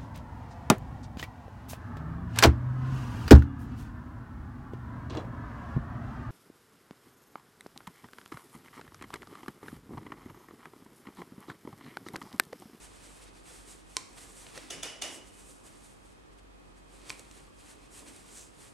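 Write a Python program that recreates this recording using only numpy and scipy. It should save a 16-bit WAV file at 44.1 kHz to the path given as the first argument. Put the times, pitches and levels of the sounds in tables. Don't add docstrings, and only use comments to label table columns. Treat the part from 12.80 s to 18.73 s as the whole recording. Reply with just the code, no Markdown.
import sys
import numpy as np
from scipy import signal
from scipy.fft import rfft, irfft, next_fast_len
from scipy.io import wavfile
from scipy.ndimage import uniform_filter1d, map_coordinates

SR = 44100
rng = np.random.default_rng(int(sys.argv[2]) if len(sys.argv) > 2 else 0)


def store_wav(level_fs):
    pcm = np.round(np.clip(np.atleast_2d(level_fs), -1, 1) * 32767)
    wavfile.write(sys.argv[1], SR, pcm.T.astype(np.int16))


N = 261513


# (frequency [Hz], level [dB])
HISS_TONE = [(2500, -14), (5000, -7), (6500, -2), (8300, 3), (10000, -0.5), (12000, -11), (14500, -21),
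             (16000, -54)]
# (frequency [Hz], level [dB])
RUB_TONE = [(300, 3.5), (900, 6.5), (1800, 6), (3000, 4), (4500, 2.5), (6500, -2.5), (10000, -30)]
# (frequency [Hz], likeness [-1 to 1])
YARN_LIKENESS = [(200, 0.29), (700, 0.63), (1300, 0.12), (2400, 0.83), (4400, 0.9), (8000, 1), (9000, 0.81),
                 (11000, 0.45), (15000, 1)]

def yarn(hiss_gain, rub_gain):
    grip = wobble(35)
    fibres = friction(snags_per_s=990, snag_share=0.4, spread_db=3)
    hiss = hiss_gain * amp(1.45 * grip) * stereo(fibres, HISS_TONE, YARN_LIKENESS)
    strands = friction(snags_per_s=450, snag_share=0.19, spread_db=4)
    rub = rub_gain * amp(1.63 * grip) * stereo(strands, RUB_TONE, YARN_LIKENESS)
    loop = friction(snags_per_s=780, snag_share=0.32, spread_db=-4)
    drag_tone = [(5000, -8), (6100, -4.5), (7500, 0.5), (9500, -14), (13000, -29)]
    drag_gain = amp(-52) * slide_speed(peak_s=5.595, length_s=0.15)
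    return hiss + rub + drag_gain * stereo(loop, drag_tone, YARN_LIKENESS)


# (time when fastest [s], length [s], hiss level [dB], pressure: rub compared with hiss [dB])
YARN_SLIDES = [(0.039, 0.079, -54, -2), (0.14, 0.21, -62, 0), (0.254, 0.076, -55, -0.5),
               (0.35, 0.19, -58, -1), (0.43, 0.058, -56.5, -0.5), (0.48, 0.055, -63, 5.5),
               (0.573, 0.071, -63, 1.5), (0.69, 0.071, -58.5, -0.5), (0.756, 0.17, -54.5, -1.5),
               (0.886, 0.099, -60, -1), (0.912, 0.082, -52, -6), (0.99, 0.14, -65, 1),
               (1.172, 0.15, -58, -2.5), (1.278, 0.17, -66, -8), (1.383, 0.019, -55, 1.5),
               (1.436, 0.12, -54, -1.5), (1.6, 0.27, -54, -5.5), (1.682, 0.088, -59.5, 3.5),
               (1.758, 0.046, -54.5, 3), (1.814, 0.19, -57.5, 4.5), (2.35, 0.089, -49, -20),
               (2.48, 0.089, -62, -7), (2.6, 0.18, -60.5, -4), (2.698, 0.16, -57, -11),
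               (2.794, 0.09, -64, -2), (2.87, 0.079, -57.5, -5), (2.938, 0.066, -63.5, 1),
               (3.057, 0.22, -59.5, -5), (3.277, 0.13, -67, -3), (3.53, 0.029, -70, 1),
               (3.59, 0.02, -63.5, 2.5), (3.985, 0.069, -70.5, 2), (4.171, 0.12, -60.5, -0.5),
               (4.234, 0.044, -68, 8), (4.31, 0.088, -52.5, 1.5), (4.399, 0.14, -59, -0.5),
               (4.552, 0.14, -58.5, 0), (4.637, 0.099, -65.5, 1.5), (4.803, 0.11, -63, -1),
               (4.902, 0.1, -57.5, -0.5), (5.035, 0.12, -65.5, 2.5), (5.176, 0.092, -50, -5.5),
               (5.287, 0.072, -55, -1), (5.4, 0.35, -59.5, 0), (5.589, 0.15, -52.5, -15),
               (5.842, 0.18, -57.5, -2)]

def slide_gains():
    hiss_power, rub_power = np.full(N, amp(-76) ** 2), np.full(N, amp(-81) ** 2)
    for s, length, db, pressure_db in YARN_SLIDES:
        speed = slide_speed(s, length)
        hiss_power += (amp(db) * speed) ** 2
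        rub_power += (amp(db + pressure_db) * speed ** 0.9) ** 2
    return np.sqrt(hiss_power), np.sqrt(rub_power)


def slide_speed(peak_s, length_s):
    rise_share, roundness = 0.54, 1.5
    t = np.arange(N) / SR - peak_s
    from_peak = np.abs(t) / (length_s * np.where(t < 0, rise_share, 1 - rise_share))
    return np.where(from_peak < 4, np.exp(-from_peak ** roundness), 0)


def friction(snags_per_s, snag_share, spread_db):
    snags = (rng.random(N) < snags_per_s / SR) * rng.standard_normal(N)
    snags *= amp(spread_db * rng.standard_normal(N))
    return noise_pair(N) + snag_share * unit(snags) * np.array([[1], [0]])


# (frequency [Hz], level [dB])
FABRIC_TONE = [(60, 0), (180, -3.5), (290, 10), (450, 6), (700, -5.5), (1200, 2), (2500, -92)]

def fabric(rub_gain):
    rest_db, tug_db, smoothing_s = -65.5, -6, 0.16
    tug = amp(tug_db) * uniform_filter1d(rub_gain, round(smoothing_s * SR))
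    lumps = amp(1.6 * wobble(22))
    rustle = friction(snags_per_s=170, snag_share=0.8, spread_db=-2.5)
    return np.hypot(amp(rest_db), tug) * lumps * stereo(rustle, FABRIC_TONE, YARN_LIKENESS)


# (time [s], level [dB], length [s])
HOOK_SCUFFS = [(0.714, -55.5, 0.0066), (1.672, -47, 0.0043), (1.783, -45, 0.0076), (2.705, -50.5, 0.0066),
               (4.398, -59, 0.0092)]
# (frequency [Hz], level [dB])
SCUFF_TONE = [(70, -25), (150, -2), (300, 5), (540, 23), (740, 5), (1100, -30), (2000, -2), (4000, -1),
              (8000, -30), (13000, -33)]

def hook_scuffs():
    rasp = friction(snags_per_s=660, snag_share=0.29, spread_db=3)
    return swells(HOOK_SCUFFS) * stereo(rasp, SCUFF_TONE, YARN_LIKENESS)


# (time [s], level [dB], length [s])
HAND_BUMPS = [(1.972, -53.5, 0.04), (4.31, -57.5, 0.022), (5.3, -67, 0.045)]
# (time [s], level [dB], length [s])
FOLD_SHIFTS = [(0.25, -62, 0.052), (1.86, -55, 0.056), (2.0, -55.5, 0.036), (2.38, -53, 0.03),
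               (5.31, -55, 0.06), (5.57, -65, 0.06)]
# (frequency [Hz], level [dB])
FOLD_TONE = [(150, -37), (240, 4), (320, 6), (420, -6), (700, -44)]

def hands_on_bag():
    thud_tone = [(60, -33), (115, 15.5), (170, 16), (260, -22), (600, -71)]
    thuds = swells(HAND_BUMPS) * stereo(noise_pair(N), thud_tone, likeness=[(150, 0.59)])
    folds = swells(FOLD_SHIFTS) * stereo(noise_pair(N), FOLD_TONE, likeness=[(300, 0.35)])
    return thuds + folds


# (time [s], level [dB], ping pitch [Hz], ping [dB], hardness [Hz], bamboo ring [dB], crunch [dB])
HANDLE_CLICKS = [(1.1681, -35.5, 5500, -13, 4770, 22, 12.5), (1.667, -44.5, 3040, -4, 2290, -6, 4),
                 (1.775, -46, 2000, 3, 4800, -12, 1), (1.7771, -37, 1930, 1.5, 4630, -12, 6.5),
                 (3.5856, -62, 5000, -16, 6000, -8, -6), (4.217, -50, 4000, -11, 4500, -13, -12),
                 (4.2905, -50, 4500, 4, 4840, -2, 2), (4.296, -52, 4550, 16, 6000, 3, 22),
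                 (4.3032, -44.5, 2440, 18.5, 3300, 22, 4), (4.3947, -40, 7900, -2, 6200, -18, 1),
                 (4.5125, -41.5, 5960, -14, 5130, -19, -2.5), (5.363, -48, 8600, 1, 6500, -10, 0)]

def clicks():
    snap_s, echo_db = 0.018, -12
    direct, snaps = np.zeros(N), np.zeros(N)
    for s, db, *character in HANDLE_CLICKS:
        tap = amp(db) * bamboo_tap(*character)
        add(direct, s, tap)
        add(snaps, s, tap * fade(np.arange(len(tap)) / SR, snap_s))
    echo_tone = [(300, 10), (700, 2), (1040, 8.5), (1500, 1), (2400, 3.5), (4200, 0), (5600, -1),
                 (8300, 2), (14000, -21)]
    echo = room_echo(echo_tone, likeness=[(300, 0.11), (6000, 0.56)])
    return direct + amp(echo_db) * signal.fftconvolve(snaps[None], echo, axes=1)[:, :N]


# (pitch [Hz], level [dB], time to fade by 60 dB [s])
BAMBOO_NOTES = [(322, -32, 0.11), (432, -32, 0.066), (680, -60, 0.045), (1040, -19.5, 0.05),
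                (1490, -26, 0.026), (2020, -25, 0.0099), (2250, -20, 0.019), (3110, -17, 0.02),
                (4020, -10.5, 0.0067), (4480, -13, 0.0089), (5520, -3, 0.0031), (6400, -11, 0.0054),
                (7300, -14.5, 0.01), (8100, -13, 0.013)]

def bamboo_tap(ping_hz, ping_db, hardness_hz, ring_db, crunch_db):
    t = np.arange(SR // 5) / SR
    contact = 2 * np.pi * hardness_hz * (t - 0.00015)
    push = -2.6 * contact * np.exp(-contact ** 2 / 2)
    ping = amp(ping_db) * fade(t, 0.011) * np.sin(2 * np.pi * ping_hz * t)
    ring = sum(amp(db + rng.normal(0, 1)) * fade(t, fade_s) * np.cos(2 * np.pi * hz * t)
               for hz, db, fade_s in BAMBOO_NOTES)
    treble_cut = signal.butter(4, min(2 * hardness_hz, 15000), fs=SR, output="sos")
    ring = signal.sosfilt(treble_cut, ring)
    band_hz = np.clip([hardness_hz / 2, 1.8 * hardness_hz], [100, 2000], [6000, 10000])
    band_filter = signal.butter(3, band_hz, "band", fs=SR, output="sos")
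    crunch = fade(t, 0.018) * signal.sosfilt(band_filter, rng.standard_normal(len(t)))
    return push + ping + amp(ring_db) * ring + amp(crunch_db) * crunch


# (time [s], level [dB])
CLATTER_BLOWS = [(1.906, -42.5), (2.0320, -40.5), (2.2210, -38)]
# (frequency [Hz], level [dB])
CLATTER_TONE = [(120, -20), (215, -11), (260, -2), (430, -2.5), (700, -1.5), (900, -6.5), (1550, -7.5),
                (2000, -2.5), (2700, -3), (3200, -6), (3600, -5), (4000, -10.5), (5200, -3.5), (6500, -6.5),
                (10800, -8), (14500, -41)]
# (pitch [Hz], blur [Hz], level [dB], time to fade by 60 dB [s])
CLATTER_NOTES = [(283, 35, -9, .6), (430, 30, -12.5, .45), (525, 25, -14, .4), (665, 20, -8.5, .42),
                 (745, 30, -14, .35), (1370, 40, -12, .35), (2920, 240, 4.5, .62), (2970, 65, -1, .8),
                 (3289, 35, -5, .5), (3560, 130, -2, .35), (6055, 45, -3, .38), (6708, 45, -3.5, .38)]

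def clatter():
    out = np.zeros((2, N))
    t = np.arange(SR) / SR
    wall_delay_s, wall_db = 0.027, -6.5
    wall = amp(wall_db) * np.exp(-((t - wall_delay_s) / 0.02) ** 2)
    build_up = 1 - np.exp(-t / 0.0033)
    likeness = [(150, 0.2), (400, 0.93), (1300, 0.74), (4000, 0.8), (8000, 0.42), (14000, 0.11)]
    for s, db in CLATTER_BLOWS:
        echo = room_echo(CLATTER_TONE, likeness)[:, :SR]
        echo /= np.std(echo[:, :SR // 40])
        add(out, s, amp(db) * np.hypot(build_up, wall) * echo)
        add(out, s - 0.006, amp(db) * crack(t))
        for hz, blur_hz, note_db, fade_s in CLATTER_NOTES:
            ring_gain = amp(db + note_db - 11) * fade(t, fade_s) * build_up
            add(out, s, ring_gain * blurred_ring(hz, blur_hz))
    return out


# (pitch [Hz], level [dB])
CRACK_NOTES = [(700, -3), (1350, -6.5), (2100, -13), (2920, -5), (3520, 1.5), (4850, -6), (5300, -11),
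               (6050, 3.5), (6750, 0.5), (9900, -6), (10950, -6)]

def crack(t):
    flare = np.exp(-np.abs(t - 0.0075) / 0.003)
    grit_tone = [(300, -8), (2000, 0), (3300, 6), (4300, -0.5), (6300, 5.5), (9000, -0.5), (15000, -19)]
    grit = stereo(noise_pair(SR), grit_tone, likeness=[(300, 0.67)])
    hollow = sum(amp(db + rng.normal(0, 1)) * np.sin(2 * np.pi * (hz * t + rng.random()))
                 for hz, db in CRACK_NOTES)
    return flare * (amp(0.5) * hollow + amp(7.5) * grit)


def blurred_ring(hz, blur_hz):
    shared, left, right = [(wobble(blur_hz) + 1j * wobble(blur_hz))[:SR] for _ in range(3)]
    flutter = shared + 0.45 * np.array([left, right])
    return unit(np.real(flutter * np.exp(2j * np.pi * hz * np.arange(SR) / SR)))


# (frequency [Hz], time to fade by 60 dB [s])
ECHO_TIMES = [(200, 0.89), (1000, 0.71), (3000, 0.59), (7000, 0.53), (13000, 0.34)]

def room_echo(tone, likeness):
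    hz, _, bands = signal.stft(noise_pair(SR), SR, nperseg=256)
    t = np.arange(bands.shape[-1]) * 128 / SR
    bands = bands * fade(t, along(ECHO_TIMES, hz)[:, None])
    _, echo = signal.istft(bands, SR, nperseg=256)
    return stereo(echo, tone, likeness) / np.sqrt(echo.shape[-1])


# (time [s], level [dB])
DRONE_LEVELS = [(0, -61), (1.05, -61.5), (2.25, -70.5), (3.4, -62), (4.5, -61.5), (5.65, -69)]
# (pitch [Hz], level [dB])
HUM_NOTES = [(95.1, -72), (142.4, -80), (189.5, -73.5), (237, -75.5), (282, -76), (523, -79), (1147, -86),
             (1260, -81.5)]
# (pitch [Hz], level [dB])
WHINE_NOTES = [(2525, -79.5), (3187, -86.5), (3214, -89)]
# (time [s], level change [dB])
WHINE_CHANGES = [(0, -1), (3.9, 0), (4.6, 2.5), (5.2, 2.5), (5.6, -1)]

def appliance():
    drone_hz = 47.7
    phase_per_hz = 2 * np.pi * np.arange(N) / SR
    drone_gain = amp(over_time(DRONE_LEVELS) - 0.5 * wobble(5.6))
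    drone = drone_gain * np.sin(drone_hz * phase_per_hz + 0.12 * wobble(3.96))
    hum, whine = np.zeros(N), np.zeros(N)
    for hz, db in HUM_NOTES:
        gain = amp(db + 0.65 * wobble(6.8))
        hum += gain * np.sin(hz * phase_per_hz + 0.06 * np.sqrt(hz) * wobble(5))
    for hz, db in WHINE_NOTES:
        gain = amp(db + 2.4 * wobble(18))
        whine += gain * np.sin(hz * phase_per_hz + 1.6 * wobble(6) + 0.6 * wobble(30))
    return np.sqrt(2) * (drone + hum + amp(over_time(WHINE_CHANGES)) * whine)


# (frequency [Hz], level [dB])
AIR_TONE = [(25, 1), (45, 4.5), (66, 1), (82, -8), (125, 1.5), (210, -3.5), (300, 0.5), (530, -6),
            (800, -6), (1150, -9.5), (1700, -13), (5000, -23.5), (12500, -35), (15500, -67)]
# (frequency [Hz], likeness [-1 to 1])
AIR_LIKENESS = [(40, 0.86), (120, -0.49), (300, -0.77), (1000, -0.6), (4000, -0.18), (12000, -0.29)]

def room_air():
    return amp(-55.5) * stereo(noise_pair(N), AIR_TONE, AIR_LIKENESS)


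def amp(db):
    return 10 ** (np.asarray(db) / 20)


def fade(t, fade_s):
    return amp(-60 * t / fade_s)


def swells(rows):
    return sum(amp(db) * np.exp(-np.abs(np.arange(N) / SR - s) / length) for s, db, length in rows)


def unit(x):
    return x / np.sqrt(np.mean(x ** 2) + 1e-20)


def along(points, hz):
    frequencies, values = np.transpose(points)
    return np.interp(np.log(hz + 1), np.log(frequencies + 1), values)


def over_time(points):
    return np.interp(np.arange(N) / SR, *np.transpose(points))


def wobble(per_s):
    values = rng.standard_normal(int(N * per_s / SR) + 4)
    steps = np.arange(0, N, 64)
    return np.interp(np.arange(N), steps, map_coordinates(values, [steps * per_s / SR]))


def noise_pair(samples):
    return rng.standard_normal((2, samples))


def filtered(x, gain_at):
    n = x.shape[-1]
    padded = next_fast_len(n + 8192)
    return irfft(rfft(x, padded) * gain_at(np.fft.rfftfreq(padded, 1 / SR)), padded)[..., :n]


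def stereo(pair, tone, likeness):
    def gains(hz):
        angle = np.arccos(np.clip(along(likeness, hz), -1, 1)) / 2
        return amp(along(tone, hz)) * [np.cos(angle), np.sin(angle)]
    mid, side = filtered(pair, gains)
    return unit(np.array([mid + side, mid - side]))


def add(track, s, sound):
    part = track[..., round(s * SR):][..., :sound.shape[-1]]
    part += sound[..., :part.shape[-1]]


def scene():
    hiss_gain, rub_gain = slide_gains()
    crochet = yarn(hiss_gain, rub_gain) + fabric(rub_gain) + hook_scuffs() + hands_on_bag() + clicks()
    return (crochet + clatter() + appliance() + room_air()) * amp([[-0.6], [0.6]])


def record(dry):
    bottom_hz, top_hz = 39, 16700
    return filtered(dry, lambda hz: (hz < top_hz) / (1 + (bottom_hz / (hz + 1)) ** 20))


dry = scene()
out = record(dry)
store_wav(out)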